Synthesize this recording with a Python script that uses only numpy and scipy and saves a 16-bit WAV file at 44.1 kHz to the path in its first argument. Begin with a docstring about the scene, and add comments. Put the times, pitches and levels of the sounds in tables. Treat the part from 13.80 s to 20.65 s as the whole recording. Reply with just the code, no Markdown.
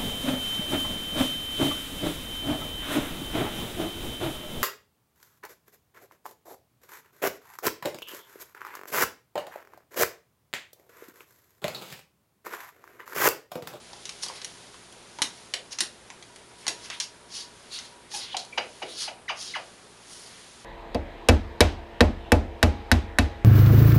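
"""Claws of a cockatoo tick and skid close to the microphone, on cloth and hard floor in a small bathroom.
Ticks are chattering impacts that ring, skids are noise in a sinking band, dragging feet are low coarse noise.
The bird gives short clucks, falling tones with a buzz through fixed throat resonances; soles pat the floor.
Shaped noise makes the rustle of feathers and cloth; hiss, hum and a thin whine lie under it all.
Early echoes and noisy tails place the bird in the room."""
import sys
import numpy as np
from scipy import signal
from scipy.io import wavfile
from scipy.ndimage import uniform_filter1d

SR = 44100
rng = np.random.default_rng(int(sys.argv[2]) if len(sys.argv) > 2 else 0)


def level_to_linear(level):
    """Convert decibel levels to linear amplitude factors, elementwise."""
    exponent = np.asarray(level, float) / 20
    return 10 ** exponent


def int16_out(signal):
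    """Quantize to a 16-bit WAV file."""
    q = np.round(np.clip(np.atleast_2d(signal).T, -1, 1) * 32767)
    wavfile.write(sys.argv[1], SR, q.astype(np.int16))


N = 301991  # samples

# body of a claw's scratch: (frequency [Hz], level [dB])
SCRATCH_SPECTRUM = [(1500, -25.5), (2600, 2.5), (3500, 3.5), (6500, 4.5), (7300, 0.5), (8200, -35),
                    (12000, -49)]
# sharp edge of claw contact, around 8 to 11 kHz: (frequency [Hz], level [dB])
EDGE_SPECTRUM = [(7000, -18.5), (8600, -6), (9900, -4), (11200, -13.5), (12600, -29.5)]
# coarse low rasp of foot and cloth: (frequency [Hz], level [dB])
RASP_SPECTRUM = [(400, -25), (900, 1.5), (2200, 11.5), (3200, 3.5), (6000, -57.5)]


def evened(x):
    """Scales to rms 1."""
    return x / np.sqrt(np.mean(x ** 2) + 1e-20)


def peaked(x):
    """Scales to peak 1."""
    return x / abs(x).max()


def read(points, hz):
    """Reads a table on a log-frequency axis."""
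    f, value = np.transpose(points)
    return np.interp(np.log(hz + 1), np.log(f + 1), value)


def add(mix, s, sound):
    """Mixes a sound in from time s, cut at the end of the mix."""
    part = mix[round(s * SR):][:len(sound)]
    part += sound[:len(part)]


def coloured(x, points):
    """Causal minimum-phase filter with the given spectrum."""
    hz = abs(np.fft.fftfreq(4096, 1 / SR))
    log_gain = np.log(level_to_linear(np.maximum(read(points, hz), -100)))
    response = np.exp(signal.hilbert(log_gain).conj())
    taps = np.fft.ifft(response).real[:2048]
    return signal.oaconvolve(x, taps)[:len(x)]


def resonate(x, hz, width):
    """A resonance of gain 1, width in Hz, whose frequency may follow a curve."""
    turn = np.exp(2j * np.pi * np.cumsum(hz * np.ones(len(x))) / SR)
    r = np.exp(-np.pi * width / SR)
    # shift the resonance down to 0 Hz, smooth there, shift back
    smoothed = signal.lfilter([1 - r], [1, -r], x / turn + 1e-18)
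    return 2 * (turn * smoothed).real


def air():
    """Room hiss with faint drifting patches, motor hum and a thin whine."""
    # colour of the hiss: (frequency [Hz], relative level [dB])
    hiss_spectrum = [(20, -40), (55, -2.5), (110, -9), (240, -4), (300, -6.5), (400, -2.5), (470, -4.5),
                     (800, -6), (1500, -9.5), (4000, -15.5), (6500, -20), (7700, -19.5), (9500, -15.5),
                     (11000, -19.5), (12500, -50)]
    # motor hum partials: (frequency [Hz], level [dB rms])
    hum_partials = [(59.2, -73.5), (118.4, -69), (177.6, -71), (236.9, -70.5), (355.3, -69), (414.5, -69)]
    hiss_db = -53  # rms
    frames, hz, t = N // 256 + 5, np.fft.rfftfreq(1024, 1 / SR), np.arange(N) / SR
    real, imaginary, patches = rng.standard_normal((frames, 513, 3)).T
    patches = uniform_filter1d(patches, size=14, axis=0)  # over frequency
    patches = evened(uniform_filter1d(patches, size=12, axis=1))  # over time
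    gain = level_to_linear(read(hiss_spectrum, hz)[:, None] + .8 * patches)
    hiss = signal.istft((real + 1j * imaginary) * gain, nperseg=1024, noverlap=768)[1][:N]
    hum = sum(level_to_linear(db) * np.sin(2 * np.pi * (f * t + rng.random())) for f, db in hum_partials)
    whine_db = np.where((t > 2.5) & (t < 5.5), -62.5, -71.5)  # stronger for three seconds
    whine = level_to_linear(whine_db) * evened(resonate(rng.standard_normal(N), 960, width=2.68))
    return level_to_linear(hiss_db) * evened(hiss) + np.sqrt(2) * hum + whine


def rustle():
    """Soft wide noise of feathers and cloth, its level rising and falling."""
    # faint stir of feathers and cloth: (time [s], level [dB])
    stir_levels = [(0, -55), (.5, -49.5), (1.15, -57.5), (1.6, -53), (1.851, -61), (2.75, -60.5),
                   (3.05, -50.5), (3.4, -64), (4.05, -54), (4.2, -66), (5.03, -53.5), (5.4, -82),
                   (5.85, -56), (6.1, -60.5), (6.45, -53), (6.85, -55.5)]
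    stir = rng.standard_normal(N)
    wide = evened(coloured(stir, SCRATCH_SPECTRUM))
    wide += .5 * evened(coloured(stir, EDGE_SPECTRUM))
    wide += .5 * evened(coloured(stir, RASP_SPECTRUM))
    return level_to_linear(np.interp(np.arange(N) / SR, *np.transpose(stir_levels))) * wide


def scattered():
    """An uneven surface spreads one echo over more than half a millisecond."""
    spread = .4 * np.exp(-np.arange(32) / 9) * rng.standard_normal(32)
    spread[0] = 1
    return spread / np.linalg.norm(spread)


def room(x):
    """Strong early echoes, then fluttering noisy tails that die band by band."""
    # echoes off the floor, nearest walls and fittings: (delay [s], level [dB])
    echoes = [(.0009, -17), (.0034, -9), (.0043, -16), (.0064, -12), (.0085, -20.5), (.013, -21),
              (.0175, -20.5)]
    # decay of the tail: (frequency [Hz], time to fall 60 dB [s])
    decay_times = [(300, 0.48), (800, 0.3), (2100, 0.24), (5500, 0.25), (11000, 0.209)]
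    # colour of the tail at its start: (frequency [Hz], relative level [dB])
    tail_spectrum = [(300, 4.5), (800, -1), (2500, -1), (6000, -4), (11000, -1)]
    tail_db = -2  # energy re the direct sound
    early = np.zeros(1024)
    early[0] = 1
    for s, db in echoes:
        add(early, s, level_to_linear(db) * scattered())
    hz, t, z = signal.stft(rng.standard_normal((4, SR // 2)), SR, nperseg=256)
    dying_db = read(tail_spectrum, hz)[:, None] - 60 * t / read(decay_times, hz)[:, None]
    tails = signal.istft(z * level_to_linear(dying_db), SR, nperseg=256)[1]
    tails *= np.minimum(np.arange(tails.shape[1]) / SR / 0.00073, 1) ** 2  # builds up over the first bounces
    tails *= level_to_linear(tail_db) / np.linalg.norm(tails, axis=1, keepdims=True)
    turn = 2 * np.pi * 37 * np.arange(N) / SR  # the four tails take turns, 37 rounds a second
    shares = np.maximum([np.cos(turn), np.sin(turn), -np.cos(turn), -np.sin(turn)], 0)
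    late = signal.fftconvolve(x * shares, tails, axes=1)[:, :N].sum(0)
    return signal.oaconvolve(x, early)[:N] + late


def pat(db, hz, length):
    """The sole meets the hollow floor: a rounded low push."""
    t = np.arange(round(length * SR)) / SR - length / 2
    return level_to_linear(db) * np.cos(2 * np.pi * hz * t) * np.hanning(len(t))


def stroke(rise, fall):
    """Time from the peak and level in dB of one push: up, over the top, down."""
    t = np.arange(-rise, fall, 1 / SR)
    end_db, bend = -28, 1.53  # loss at either end, and how round the top is
    return t, end_db * np.where(t < 0, -t / rise, t / fall) ** bend


def slipping(n):
    """Dense uneven slips: noise with a wandering grip and rare strong catches."""
    fine, lump, catch = rng.standard_normal((n, 3)).T
    grip_db = 2.0 * evened(uniform_filter1d(lump, size=120)) + 7.0 * (catch > 3.0)
    return fine * level_to_linear(grip_db)


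def drag(s, db, rise, fall):
    """Foot and cloth rub: the claws' kind of slips, coarse and low."""
    t, shape_db = stroke(rise, fall)
    return s - rise, level_to_linear(db + shape_db) * evened(coloured(slipping(len(t)), RASP_SPECTRUM))


def cluck(s, length, first_hz, last_hz, tone_db, buzz_db):
    """A falling tone; each of its cycles also snaps a rough pulse into the fixed throat."""
    # throat resonances: (frequency [Hz], width [Hz], level [dB])
    throat = [(1270, 850, -4.5), (2320, 346, 3), (2900, 237, 4.5), (4050, 180, -4.5), (4800, 190, -4),
              (6500, 780, -15)]
    # how well the tone speaks at each pitch: (frequency [Hz], level [dB])
    tone_response = [(360, -5), (520, -5.5), (750, -2), (1000, -6), (1400, -12.5), (1900, -4.5),
                     (2300, 0.5), (2700, -15)]
    t = np.arange(0, length, 1 / SR)
    u = t / length
    hz = last_hz + (first_hz - last_hz) * (1 - u) ** 1.4  # falls fast, then settles
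    fade_db = -4 * u ** 4
    tone = level_to_linear(tone_db + read(tone_response, hz) + fade_db) * np.minimum(t / 0.0015, 1)
    # the buzz peaks at 0.4 of the cluck and is 15 dB down at its ends
    effort = level_to_linear(buzz_db - 15 * np.interp(u, [0, 0.4, 1], [1, 0, 1]) ** 2)
    jitter, breath = rng.standard_normal((len(t), 2)).T
    unsteady_hz = hz * (1 + 0.035 * evened(uniform_filter1d(jitter, size=60)))
    angle = 2 * np.pi * np.cumsum(unsteady_hz) / SR
    pulses = sum((hz * k < 9000) * np.cos(k * angle) for k in range(1, 20))
    drive = evened(pulses) + .2 * breath * (1 + np.cos(angle))  # breath noise swells with each pulse
    buzz = sum((-1) ** k * level_to_linear(db) * resonate(drive, f, width)
               for k, (f, width, db) in enumerate(throat))
    voice = tone * np.cos(angle) + effort * evened(buzz)
    return s, voice * signal.windows.tukey(len(t), .12)


def skid(s, db, rise, fall, top_hz, edge_db):
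    """A claw slips along: past the peak the scratch band sinks as the claw slows, and grows narrower."""
    t, shape_db = stroke(rise, fall)
    hz = np.maximum(top_hz - 5400 * np.maximum(t, 0), 2800)  # sinks by 5400 Hz per second
    slips = slipping(len(t))
    body = evened(coloured(slips, SCRATCH_SPECTRUM))
    wide = evened(resonate(body, hz, width=2600))
    narrow = evened(resonate(resonate(body, hz, 1300), hz, 1300))
    # a lower scratch is more focused on its centre
    focus = np.clip(0.11 - 0.5 * (hz - 4500) / 1000, .15, 1)
    scratch = (1 - focus) * wide + focus * narrow
    # the edge swells and fades more steeply than the scratch
    edge = level_to_linear(edge_db + 0.173 * shape_db) * evened(coloured(slips, EDGE_SPECTRUM))
    rasp = level_to_linear(-17.5) * evened(coloured(slips, RASP_SPECTRUM))
    whole = scratch + edge + rasp
    return s - rise, level_to_linear(db + shape_db) * whole * signal.windows.tukey(len(t), .1)


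def tick(db, hz, thud_db, edge_db):
    """A claw tip lands and chatters; it rings briefly, the toe adds a dull thud."""
    # crack of claw on the floor: (frequency [Hz], level [dB])
    crack_spectrum = [(590, -26.5), (1000, -4), (2210, 1), (2970, 2), (3270, 1.5), (6290, 5), (7850, -4),
                      (8730, -7), (10100, -9.5), (11700, -41), (12500, -44.5), (16200, -52), (22000, -120)]
    t = np.arange(1024) / SR
    size, chance, soft = rng.standard_normal((1024, 3)).T
    touch = .6 * size * (chance > 1.1) * np.exp(-t / .0018)  # sparse chatter that dies away
    touch[0] = 1
    crack = coloured(touch, crack_spectrum)
    snap = peaked(crack) + .7 * peaked(resonate(crack, hz, 1400))
    toe = soft * np.exp(-t / 0.0031)
    thud = peaked(resonate(resonate(toe, 760, 720), 920, 1050))
    edge = peaked(coloured(touch, EDGE_SPECTRUM))
    return level_to_linear(db) * (peaked(snap) + level_to_linear(thud_db) * thud + level_to_linear(edge_db) * edge)


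def scene():
    """Bird in the room over the steady air; the pats come through the floor, without the room."""
    # soft pats of the sole: (start [s], peak level [dB], frequency [Hz], length [s])
    pats = [(1.419, -18.5, 300, 0.00053), (1.433, -39.5, 303, 0.0197), (2.013, -38.5, 342, 0.0296),
            (2.892, -40.5, 324, .026)]
    # coarse drags of foot and cloth: (time of the peak [s], level there [dB], rise [s], fall [s])
    drags = [(.5, -56, .1, 0.355), (.61, -56, 0.085, 0.099), (1.93, -50, 0.024, 0.0142),
             (2.859, -52.5, .07, 0.0088), (3.06, -51.5, 0.053, 0.051), (3.115, -44, 0.0187, 0.076),
             (3.994, -58, 0.078, 0.12), (4.471, -53, .15, .1), (5.071, -56, 0.034, 0.065),
             (5.286, -50, 0.0725, 0.046), (5.55, -52, 0.0267, .1), (5.754, -46.5, 0.029, .09),
             (6.531, -61, 0.33, 0.23)]
    # clucks: (start [s], length [s], first pitch [Hz], last pitch [Hz], tone before the
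    # response to pitch [dB], buzz in the throat [dB])
    clucks = [(4.337, 0.019, 865, 810, -34.5, -40), (4.543, 0.011, 1045, 600, -26, -34),
              (4.724, 0.012, 2553, 2220, -36.5, -75), (4.7747, 0.015, 1086, 425, -24.5, -22.5),
              (5.018, .022, 964, 349.6, -30, -34.5), (5.276, .016, 1007, 556, -33, -37),
              (5.48, 0.035, 2298, 551, -28.5, -29.5), (5.7367, .04, 2522, 472, -30, -33.5)]
    # skids of the claws: (time of the peak [s], level of the scratch there [dB], rise [s], fall [s],
    # centre of the scratch at the peak [Hz], edge re scratch [dB])
    skids = [(0.432, -34, .02, 0.048, 5430, -6.5), (.475, -53.5, 0.033, 0.048, 4500, -15.5),
             (0.566, -46, 0.064, 0.029, 4400, -9), (.654, -57, 0.059, .13, 4970, -18),
             (1.929, -36, 0.03, 0.01, 5700, -10.5), (2.79, -56, 0.021, 0.164, 4840, -3),
             (3.058, -44, 0.048, 0.024, 5130, -9), (3.139, -43.5, 0.069, .06, 3470, -14),
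             (3.229, -38.5, 0.029, 0.045, 4680, -12), (3.565, -38, 0.0888, .13, 5020, -10),
             (3.94, -37.5, .05, 0.12, 4070, -11), (4.049, -50, 0.045, 0.071, 4200, -9),
             (4.35, -37, 0.062, 0.15, 5240, -6), (4.426, -39, .06, 0.069, 3980, -25),
             (4.534, -41, 0.12, .008, 3240, -25), (4.583, -38.5, .008, 0.077, 4300, -15.5),
             (5.112, -44, 0.094, 0.073, 3790, -9), (5.223, -34, 0.1276, 0.095, 4750, -9),
             (5.61, -40.5, 0.076, 0.26, 5340, -9), (5.709, -43, 0.13, .06, 3900, -25),
             (5.756, -53, 0.0206, 0.055, 3100, -6), (6.33, -51, 0.14, 0.37, 5900, -1),
             (6.6, -66, 0.21, 0.32, 4300, 1)]
    # claw strikes: (time [s], peak of the snap [dB], ring of claw and tile [Hz],
    # thud of the toe re snap [dB], edge re snap [dB])
    strikes = [(0.1322, -30, 3100, -5.5, -17), (0.2546, -20.5, 4880, -49, -15),
               (0.2929, -19.5, 4800, -51, -12), (0.434, -18, 5600, -23, -6.5), (0.463, -26, 4750, -12, -7),
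               (0.4849, -22, 4300, -21, -11), (.499, -40, 1000, 9.5, -30), (0.6173, -22.5, 3610, -19, -24),
               (0.6464, -18, 5850, -29, -7), (0.9434, -35.5, 1880, -6, -17.5), (1.125, -37.5, 3000, -8, -5),
               (1.3873, -23, 1500, -7.5, -29), (1.4189, -8, 4200, -24, -6), (1.4219, -11, 3270, -36, -22),
               (1.4229, -10.5, 5600, -19.5, -20), (1.7382, -10.5, 3050, -32, -22),
               (1.7399, -13, 5100, -15.5, -11), (1.9301, -23, 4560, -43, -25),
               (1.9864, -21, 3000, -35, -11), (1.9876, -15, 5640, -24.5, -25),
               (2.0057, -8.5, 4830, -25, -4), (2.009, -9, 4960, -33, -27), (2.0135, -30, 4830, -28, -29.5),
               (2.302, -26, 1630, -12, -34), (2.4257, -33, 3170, -25, -22), (2.56, -35, 5240, -31, -5),
               (2.8672, -15.5, 3720, -17, -17), (2.8799, -9, 5460, -19, -9.5),
               (2.8834, -14.5, 4170, -22, -19), (3.101, -19, 3040, -17.5, -25),
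               (3.2008, -13.5, 4130, -42, -10.5), (3.2072, -16, 5600, -23, -26.5),
               (3.922, -27.5, 4000, -32, -15), (3.9885, -20, 5000, -33, -20),
               (4.316, -30.5, 3000, -11, -19), (4.5683, -12.5, 4040, -33, -17),
               (4.65, -38, 6500, -29.5, -2.5)]
    bird, floor = np.zeros(N), np.zeros(N)
    for s, *push in pats:
        add(floor, s, pat(*push))
    for source, rows in (drag, drags), (cluck, clucks), (skid, skids):
        for row in rows:
            add(bird, *source(*row))
    for s, *strike in strikes:
        add(bird, s, tick(*strike))
    # the bird's sounds carry little below 200 Hz
    small = signal.sosfilt(signal.butter(2, 200, "high", fs=SR, output="sos"), bird)
    return (room(small) + floor + rustle() + air())[None]


def band_limit(x):
    """A steep low-pass at the top of the band."""
    return signal.sosfilt(signal.butter(12, 12650, fs=SR, output="sos"), x)


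def record(dry):
    """Band limit of the small camera that hears the bird, at 12070 Hz."""
    low_pass = signal.firwin(201, 12070, window=("kaiser", 8), fs=SR)
    limited = signal.oaconvolve(dry, low_pass[None], "same")
    return band_limit(limited)


dry = scene()
out = record(dry)
int16_out(out)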